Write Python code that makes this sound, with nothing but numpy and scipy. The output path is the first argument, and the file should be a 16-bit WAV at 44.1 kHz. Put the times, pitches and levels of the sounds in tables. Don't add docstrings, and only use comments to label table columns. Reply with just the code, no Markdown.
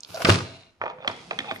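import sys
import numpy as np
from scipy import signal
from scipy.fft import rfft, irfft
from scipy.io import wavfile

SR = 44100
rng = np.random.default_rng(int(sys.argv[2]) if len(sys.argv) > 2 else 0)


def pcm_store(signal):
    levels = np.round(np.clip(np.atleast_2d(signal), -1, 1) * 32767)
    wavfile.write(sys.argv[1], SR, levels.astype(np.int16).T)


def elevation(decibels):
    levels = np.asarray(decibels, float)
    return 10 ** (levels / 20)


N = 70560
T = np.arange(N) / SR

# freq_hz, density_db [dB per Hz]
FLOOR_SPECTRUM = [(40, 14), (120, 11), (2500, -11), (5000, -28.5), (7500, -43), (11000, -55.5)]
FLOOR_DB = -66.5
# centre_hz, width_hz, level_db
SLEEVE_EFFORT = [(0, -65), (.055, -60), (.1, -48), (.2, -46.5), (.225, -35.5), (.24, -41), (.3, -24.5),
                 (.36, -32.5), (.45, -49), (.6, -58), (.75, -76), (1.065, -80), (1.085, -45), (1.15, -52.5),
                 (1.4, -52.5), (1.57, -54), ]
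CLOTH_TONE = [(390, 360, -2.5), (1000, 960, 3.5), (2520, 1170, 1), (4000, 2170, 0.5), (8300, 9300, -2.5)]
# start_s, peak_db, pitch_hz, t60_s
TAPE_TICKS = [
    (.0055, -26.5, 6420, 0.0047),
    (0.0331, -24.5, 4950, 0.0062),
    (.048, -24.5, 4180, 0.0045),
    (0.145, -24.5, 5230, 0.0051),
    (0.148, -37, 4300, 0.007),
    (0.161, -26.5, 4710, 0.006),
    (.153, -29, 4600, 0.0069),
]
# centre_hz, width_hz, level_db
HISS_LEVEL = [(0, -89), (.06, -75), (.085, -59), (.2, -52.5), (.225, -45.5), (.25, -57.5), (.295, -43),
              (.34, -54), (.37, -100), (1.52, -86), (1.545, -57), (1.572, -57.5), (1.578, -70), (1.6, -77)]
HISS_TONE = [(6000, 4000, 0.5), (11100, 3100, 20)]
# mode_hz, level_db, t60_s
TABLE_PUSHES = [(0.093, -43), (.165, -48.5), (0.245, -25), (.289, -13), (0.331, -36.5), (.42, -38.5),
                (0.499, -45), (0.799, -47), (1.073, -44.5), (1.389, -58), (1.511, -47)]
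TABLE_MODES = [(97.8, 2.5, 0.19), (128, -10, 0.38), (174.15, -5, 0.2), (242, -12, 0.18), (103.6, -10, 0.23)]
PUSH_S, TABLE_SCATTER_DB = 0.016, 2.1
# time_s, level_db
CREAK_EFFORT = [
    (.125, -74.5),
    (.146, -45.5),
    (.2, -35),
    (.225, -36.5),
    (.24, -54.5),
    (.28, -23.5),
    (.3, -87.5),
]
# centre_hz, width_hz, level_db
FLAP_TONE = [(650, 196, -5), (1420, 120, -10), (2500, 510, -15.5), (4600, 2100, -15.5)]
# start_s, length_s, level_db, from_hz, to_hz
SQUEAK_SLIPS = [
    (.143, 0.018, -31, 650, 650),
    (0.165, 0.021, -37, 659, 640),
    (.204, 0.015, -29, 676, 690),
    (.93, 0.12, -46, 500, 514),
    (1.05, 0.015, -34.5, 562, 560),
    (1.477, 0.048, -34, 853, 729),
]
# start_s, peak_db, pitch_hz, crack_db
BOX_HITS = [(.2195, -16.5, 1560, -14.5), (.2465, -15, 231, -26.5), (.2485, -12.5, 1140, -2.5),
            (.2523, -12.5, 2350, -8.5), (.2528, -4.5, 2450, -18), (.2555, -19, 2980, -6.5),
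            (.2702, -18.5, 537, -9.5), (.277, -18, 420, -30), (.2876, -5, 381, -21),
            (.292, -10.5, 577, -26.5), (.2945, -8, 1430, -7.5), (.2975, -14, 2550, -2.5),
            (.301, -7, 1160, -6.5), (.309, -24.5, 534, -32.5), (.321, -16.5, 634, -15),
            (.3125, -19, 3020, -17), (.3225, -19, 4130, -5.5), (.333, -22, 1500, -15.5),
            (.3425, -17, 2680, -5), (.349, -25.5, 1620, -1.5), (.355, -16, 2500, -9), (.369, -33, 725, -19),
            (.387, -20.5, 1290, -13), (.4045, -21.5, 1470, -14.5), (.455, -38, 466, -17)]
# centre_hz, width_hz, level_db
BOX_MODES = [(205, -2.5, 0.012), (324, -32, 0.023), (509.2, -13, 0.099), (640, -10, 0.072),
             (840, 0.5, 0.016), (1230, -3, 0.035), (1476, -9, 0.058), (2000, -16, 0.11),
             (2550, -20.5, 0.014)]
BOX_CRACK = [(2500, 2670, 11.5), (4540, 1330, -0.5)]
# time_s, level_db
CREEP_EFFORT = [
    (.4, -73),
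    (.45, -50),
    (.55, -55),
    (.62, -58.5),
    (.7, -67.5),
    (.74, -90),
]
# centre_hz, width_hz, level_db
CREEP_TONE = [(658, 70, -3), (2240, 340, -7), (2740, 83, -6), (3940, 350, -3)]
# start_s, peak_db, pitch_hz, crack_db
SCISSOR_HITS = [(.8146, -10, 993, -30), (.8195, -13, 1330, -39), (.8376, -14.5, 640, -24),
                (.843, -45, 590, -66), (.8573, -19, 890, -18.5), (.863, -12.5, 920, -50),
                (.879, -16.5, 970, -28), (.9, -20, 940, -17), (.9854, -30, 1110, -26),
                (1.0039, -32, 630, -19), (1.0238, -28, 2390, -22.5), (1.0465, -18, 1000, -26),
                (1.0762, -15.5, 1290, -8.5), (1.0768, -20.5, 218, -39), (1.0793, -16.5, 740, -5.5),
                (1.099, -14.5, 830, -44), (1.1135, -28.5, 800, -22), (1.3097, -17, 1190, -16),
                (1.312, -15, 685, -16), (1.331, -24.5, 650, -11), (1.3892, -27, 900, -5),
                (1.392, -22.5, 237, -4.5), (1.406, -24.5, 224, -21), (1.4445, -23.5, 1146, -37),
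                (1.5117, -10.5, 1320, -16.5), (1.521, -20.5, 225, -34)]
# centre_hz, width_hz, level_db
SCISSOR_MODES = [(442, -24, 0.13), (548, -13, 0.066), (638.4, -9.5, 0.061), (790, -46, 0.028),
                 (942, -12.5, 0.05), (1157, -5.5, 0.032), (1393, -10.5, 0.04), (1806, -2, 0.013),
                 (2500, -4, 0.014), (3190, -16, 0.019)]
STEEL_CRACK = [(2076, 850, 19.5), (3276, 850, 13.5), (5860, 1600, -1.5)]
HIT_SCATTER_DB = 2.5
HANDLE_HZ = 5290
# centre_hz, width_hz, level_db
SLIDE_EFFORT = [(.8, -64), (.82, -41.5), (.92, -46.5), (.97, -68), (1.02, -53), (1.035, -43.5),
                (1.065, -42), (1.11, -41.5), (1.2, -60), (1.3, -65), (1.315, -37.5), (1.36, -58),
                (1.41, -45), (1.44, -47), (1.47, -44.5), (1.5, -46), (1.53, -57), (1.6, -75)]
DRAG_TONE = [(520, 90, -3), (780, 150, 0), (1100, 500, -2), (2400, 1500, -13)]
# time_s, level_db
LEAN_EFFORT = [
    (.8, -93),
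    (.83, -61),
    (1.05, -59.5),
    (1.35, -54.5),
    (1.6, -55),
]
# centre_hz, width_hz, level_db
RASP_EFFORT = [(.81, -102), (.82, -62), (.91, -55), (.95, -100), (1.02, -53), (1.07, -71), (1.09, -85),
               (1.39, -78), (1.405, -44), (1.42, -55), (1.44, -82), (1.46, -48.5), (1.5, -36.5),
               (1.515, -45), (1.535, -52.5), (1.565, -50), (1.58, -93)]
EDGE_TONE = [(2480, 230, -0.39), (3550, 120, -1.5)]
# start_s, peak_db, low_ring_hz, low_ring_db
BLADE_CLINKS = [(1.0759, -19.5, 2430, 0), (1.0766, -11.5, 2090, -9), (1.1135, -40.5, 5060, 2),
                (1.3097, -28.5, 2500, 9), (1.3889, -21, 1830, 2), (1.3898, -22, 1820, -7),
                (1.4041, -33, 1820, 5.5), (1.5137, -35, 1390, 0), (1.521, -26, 2000, -18),
                (1.538, -43, 2000, -14), (1.5605, -32.5, 2070, 6)]
# mode_hz, level_db, t60_s
STEEL_MODES = [(3290, 1.5, 0.0088), (3760, -26.5, 0.0041), (4800, -12, 0.0063), (5900, -13, 0.0052),
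               (7100, -13, 0.0032), (11100, -30, 0.0026), (13300, -50, .003)]
CLINK_RISE_S, CLINK_LOW_T60_S = 0.00023, 0.016
# centre_hz, t60_s, level_db
ROOM_BANDS = [(110, .45, -9), (300, 0.45, -1.5), (800, 0.37, -8.5), (2000, 0.65, -15), (4300, 0.5, -16),
              (8650, 0.54, -17)]
BOX_PAN_DB, SCISSOR_PAN_DB, STEEL_PAN_DB = -2.7, -2.8, -4.5
SCISSOR_LAG_S = .000186
BOX_BOUNCE_DB, STEEL_BOUNCE_DB = -2.5, -15
DULL_HZ = 11700
OPPOSITE = np.array([[1], [-1]])


def unit(x):
    return x / np.sqrt(np.mean(x ** 2, axis=-1, keepdims=True))


def band(x, hz, width):
    return signal.lfilter(*signal.iirpeak(min(hz, .45 * SR), hz / width, fs=SR), x)


def band_twice(x, hz, width):
    return band(band(x, hz, width), hz, width)


def decay(t, t60):
    return np.exp(-np.log(1000) * t / t60)


def ring(t, hz, t60):
    return np.sin(2 * np.pi * hz * t) * decay(t, t60)


def add(out, s, x):
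    i = int(s * SR)
    out[i:i + len(x)] += x[:N - i]


def floor():
    f = np.maximum(np.arange(N // 2 + 1) * SR / N, 1)
    hz, db = np.array(FLOOR_SPECTRUM).T
    colour = elevation(np.interp(np.log(f), np.log(hz), db))
    mid, side = irfft(rfft(rng.standard_normal((2, N))) * colour, N)
    return elevation(FLOOR_DB) * unit(mid + 0.38 * side * OPPOSITE)


def rub(effort, peaks, rate, spread_db):
    happens = rng.random(N) < rate / SR
    strength = elevation(spread_db * np.minimum(rng.exponential(size=N), 3))
    slips = happens * strength * rng.standard_normal(N)
    tone = sum(elevation(db) * unit(band_twice(slips, hz, 1.68 * w)) for hz, w, db in peaks)
    s, db = np.array(effort).T
    return unit(tone) * elevation(np.interp(T, s, db, left=-120, right=db[-1]))


def sleeve_rustle():
    sides = np.array([rub(SLEEVE_EFFORT, CLOTH_TONE, 6000, 5.4) for _ in range(2)])
    return (sides + 0.14 * sides[::-1]) * elevation(-1.2 * OPPOSITE)


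def tape():
    out, t = np.zeros(N), T[:SR // 30]
    for s, db, hz, t60 in TAPE_TICKS:
        tick = ring(t, hz, t60) + .5 * ring(t, 1.304 * hz, t60)
        tick += 0.88 * ring(t, 0.873 * hz, t60) + .08 * ring(t, 2.1 * hz, t60 / 2)
        add(out, s, elevation(db) * np.minimum(t / 0.00049, 1) ** 2 * tick)
    return out


def high_hiss():
    return np.array([rub(HISS_LEVEL, HISS_TONE, 14000, 1.0) for _ in range(2)])


def table():
    out, t = np.zeros(N), T[:SR // 2]
    for s, db in TABLE_PUSHES:
        mix = rng.standard_normal(len(TABLE_MODES))
        modes = sum(elevation(g + TABLE_SCATTER_DB * v) * ring(t, hz * (1 + .02 * v), t60)
                    for (hz, g, t60), v in zip(TABLE_MODES, mix))
        add(out, s, elevation(db) * np.minimum(t / PUSH_S, 1) * modes)
    return out


def flap_creak():
    return rub(CREAK_EFFORT, FLAP_TONE, 1500, 5.4)


def squeaks():
    out, waver = np.zeros(N), unit(band(rng.standard_normal(N), 110, 57))
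    for s, length, db, from_hz, to_hz in SQUEAK_SLIPS:
        u = np.arange(int(length * SR)) / (length * SR)
        w = waver[int(s * SR):][:len(u)]
        hz = (from_hz + (to_hz - from_hz) * u) * (1 + 0.025 * w)
        phase = 2 * np.pi * np.cumsum(hz) / SR
        tone = np.sin(phase) + 0.081 * np.sin(2.4 * phase)
        add(out, s, elevation(db + 2.0 * w) * np.sqrt(np.sin(np.pi * u)) * tone)
    return out


def strikes(rows, modes, cycles, body_db, contact_s, crack_s, colour, snap):
    out, t = np.zeros(N), T[:SR // 8]
    hz, db, t60 = np.array(modes).T[:, :, None]
    mixes = rng.standard_normal((len(rows), len(modes), 2))
    noises = rng.standard_normal((len(rows), len(t)))
    noises[:, 0] = snap
    for (s, peak_db, pitch_hz, crack_db), mix, noise in zip(rows, mixes, noises):
        levels = elevation(db + HIT_SCATTER_DB * mix[:, :1])
        body = (levels * ring(t, hz * (1 + 0.033 * mix[:, 1:]), t60)).sum(axis=0)
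        burst = noise * np.exp(-t / crack_s)
        crack = sum(elevation(g) * band_twice(burst, f, w) for f, w, g in colour)
        onset = 1 - np.exp(-(t / contact_s) ** 2)
        rings = (ring(t, pitch_hz, cycles / pitch_hz) + elevation(body_db) * body) * onset
        add(out, s, elevation(peak_db) * (rings + elevation(crack_db) * crack))
    return out


def box_blows():
    return strikes(BOX_HITS, BOX_MODES, cycles=11, body_db=-9.5, contact_s=0.00043, crack_s=0.0022,
                   colour=BOX_CRACK, snap=1.6)


def flap_creep():
    return rub(CREEP_EFFORT, CREEP_TONE, 2500, 3.9)


def scissor_handles():
    x = strikes(SCISSOR_HITS, SCISSOR_MODES, cycles=6.5, body_db=-10, contact_s=0.00046, crack_s=0.0015,
                colour=STEEL_CRACK, snap=2.15)
    x += rub(SLIDE_EFFORT, DRAG_TONE, 3200, 2.9)
    return signal.sosfilt(signal.butter(2, [330, HANDLE_HZ], "band", fs=SR, output="sos"), x)


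def forearm_drag():
    return rub(LEAN_EFFORT, [(160, 86, 0)], 2000, 3.1)


def edge_rasp():
    return rub(RASP_EFFORT, EDGE_TONE, 2500, 2.9)


def clinks():
    out, t = np.zeros(N), T[:SR // 40]
    onset = np.sin(np.pi / 2 * np.minimum(t / CLINK_RISE_S, 1)) ** 2
    for s, db, low_hz, low_db in BLADE_CLINKS:
        mix = rng.standard_normal(len(STEEL_MODES))
        modes = sum(elevation(g + 3.9 * v) * ring(t, hz * (1 + 0.012 * v), t60)
                    for (hz, g, t60), v in zip(STEEL_MODES, mix))
        low = elevation(low_db) * ring(t, low_hz, CLINK_LOW_T60_S)
        add(out, s, elevation(db) * onset * (modes + low))
    return out


def place(x, pan_db, lag_s, bounce_db):
    t = T[:SR // 100]
    bounces = rng.standard_normal(len(t)) * np.exp(-t / 0.0022)
    near = signal.fftconvolve(band(x, 2900, 6300), unit(bounces) / np.sqrt(len(t)))[:N]
    near = elevation(bounce_db) * near
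    left = np.interp(T - lag_s, T, x + near)
    return np.array([left, x - near]) * elevation(pan_db * OPPOSITE / 2)


def room(x):
    t, echo = T[:SR], 0
    for hz, t60, db in ROOM_BANDS:
        mid, side = (band_twice(rng.standard_normal(SR), hz, 1.14 * hz) for _ in range(2))
        wide = mid + min(hz / 1100.0, 1) * side * OPPOSITE
        tail = wide * decay(t, t60) * np.clip(t / 0.012, 0, 1)
        echo = echo + elevation(db) * tail * np.sqrt(13 / t60 / SR)
    return signal.fftconvolve(x[None], echo, axes=1)[:, :N]


def scene():
    box = tape() + box_blows() + flap_creak() + squeaks() + flap_creep()
    handles = scissor_handles()
    steel = clinks() + edge_rasp()
    sleeves = sleeve_rustle()
    thumps = table() + forearm_drag()
    dull = place(box, BOX_PAN_DB, 0, BOX_BOUNCE_DB)
    dull = dull + place(handles, SCISSOR_PAN_DB, SCISSOR_LAG_S, STEEL_BOUNCE_DB)
    dull = dull + thumps + sleeves
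    dull = dull + room(box + handles + steel + thumps + sleeves[0]) + floor()
    dull = signal.sosfilt(signal.cheby2(6, 25, DULL_HZ, fs=SR, output="sos"), dull)
    return dull + place(steel, STEEL_PAN_DB, SCISSOR_LAG_S, STEEL_BOUNCE_DB) + high_hiss()


def low_pass(x):
    return signal.sosfilt(signal.butter(12, 16440, fs=SR, output="sos"), x)


def record(dry):
    x = signal.sosfilt(signal.butter(2, 55, "high", fs=SR, output="sos"), dry)
    x = signal.sosfilt(signal.cheby2(8, 50, 16700, fs=SR, output="sos"), x)
    return low_pass(np.tanh(0.88 * x) / 0.74)


dry = scene()
out = record(dry)
pcm_store(out)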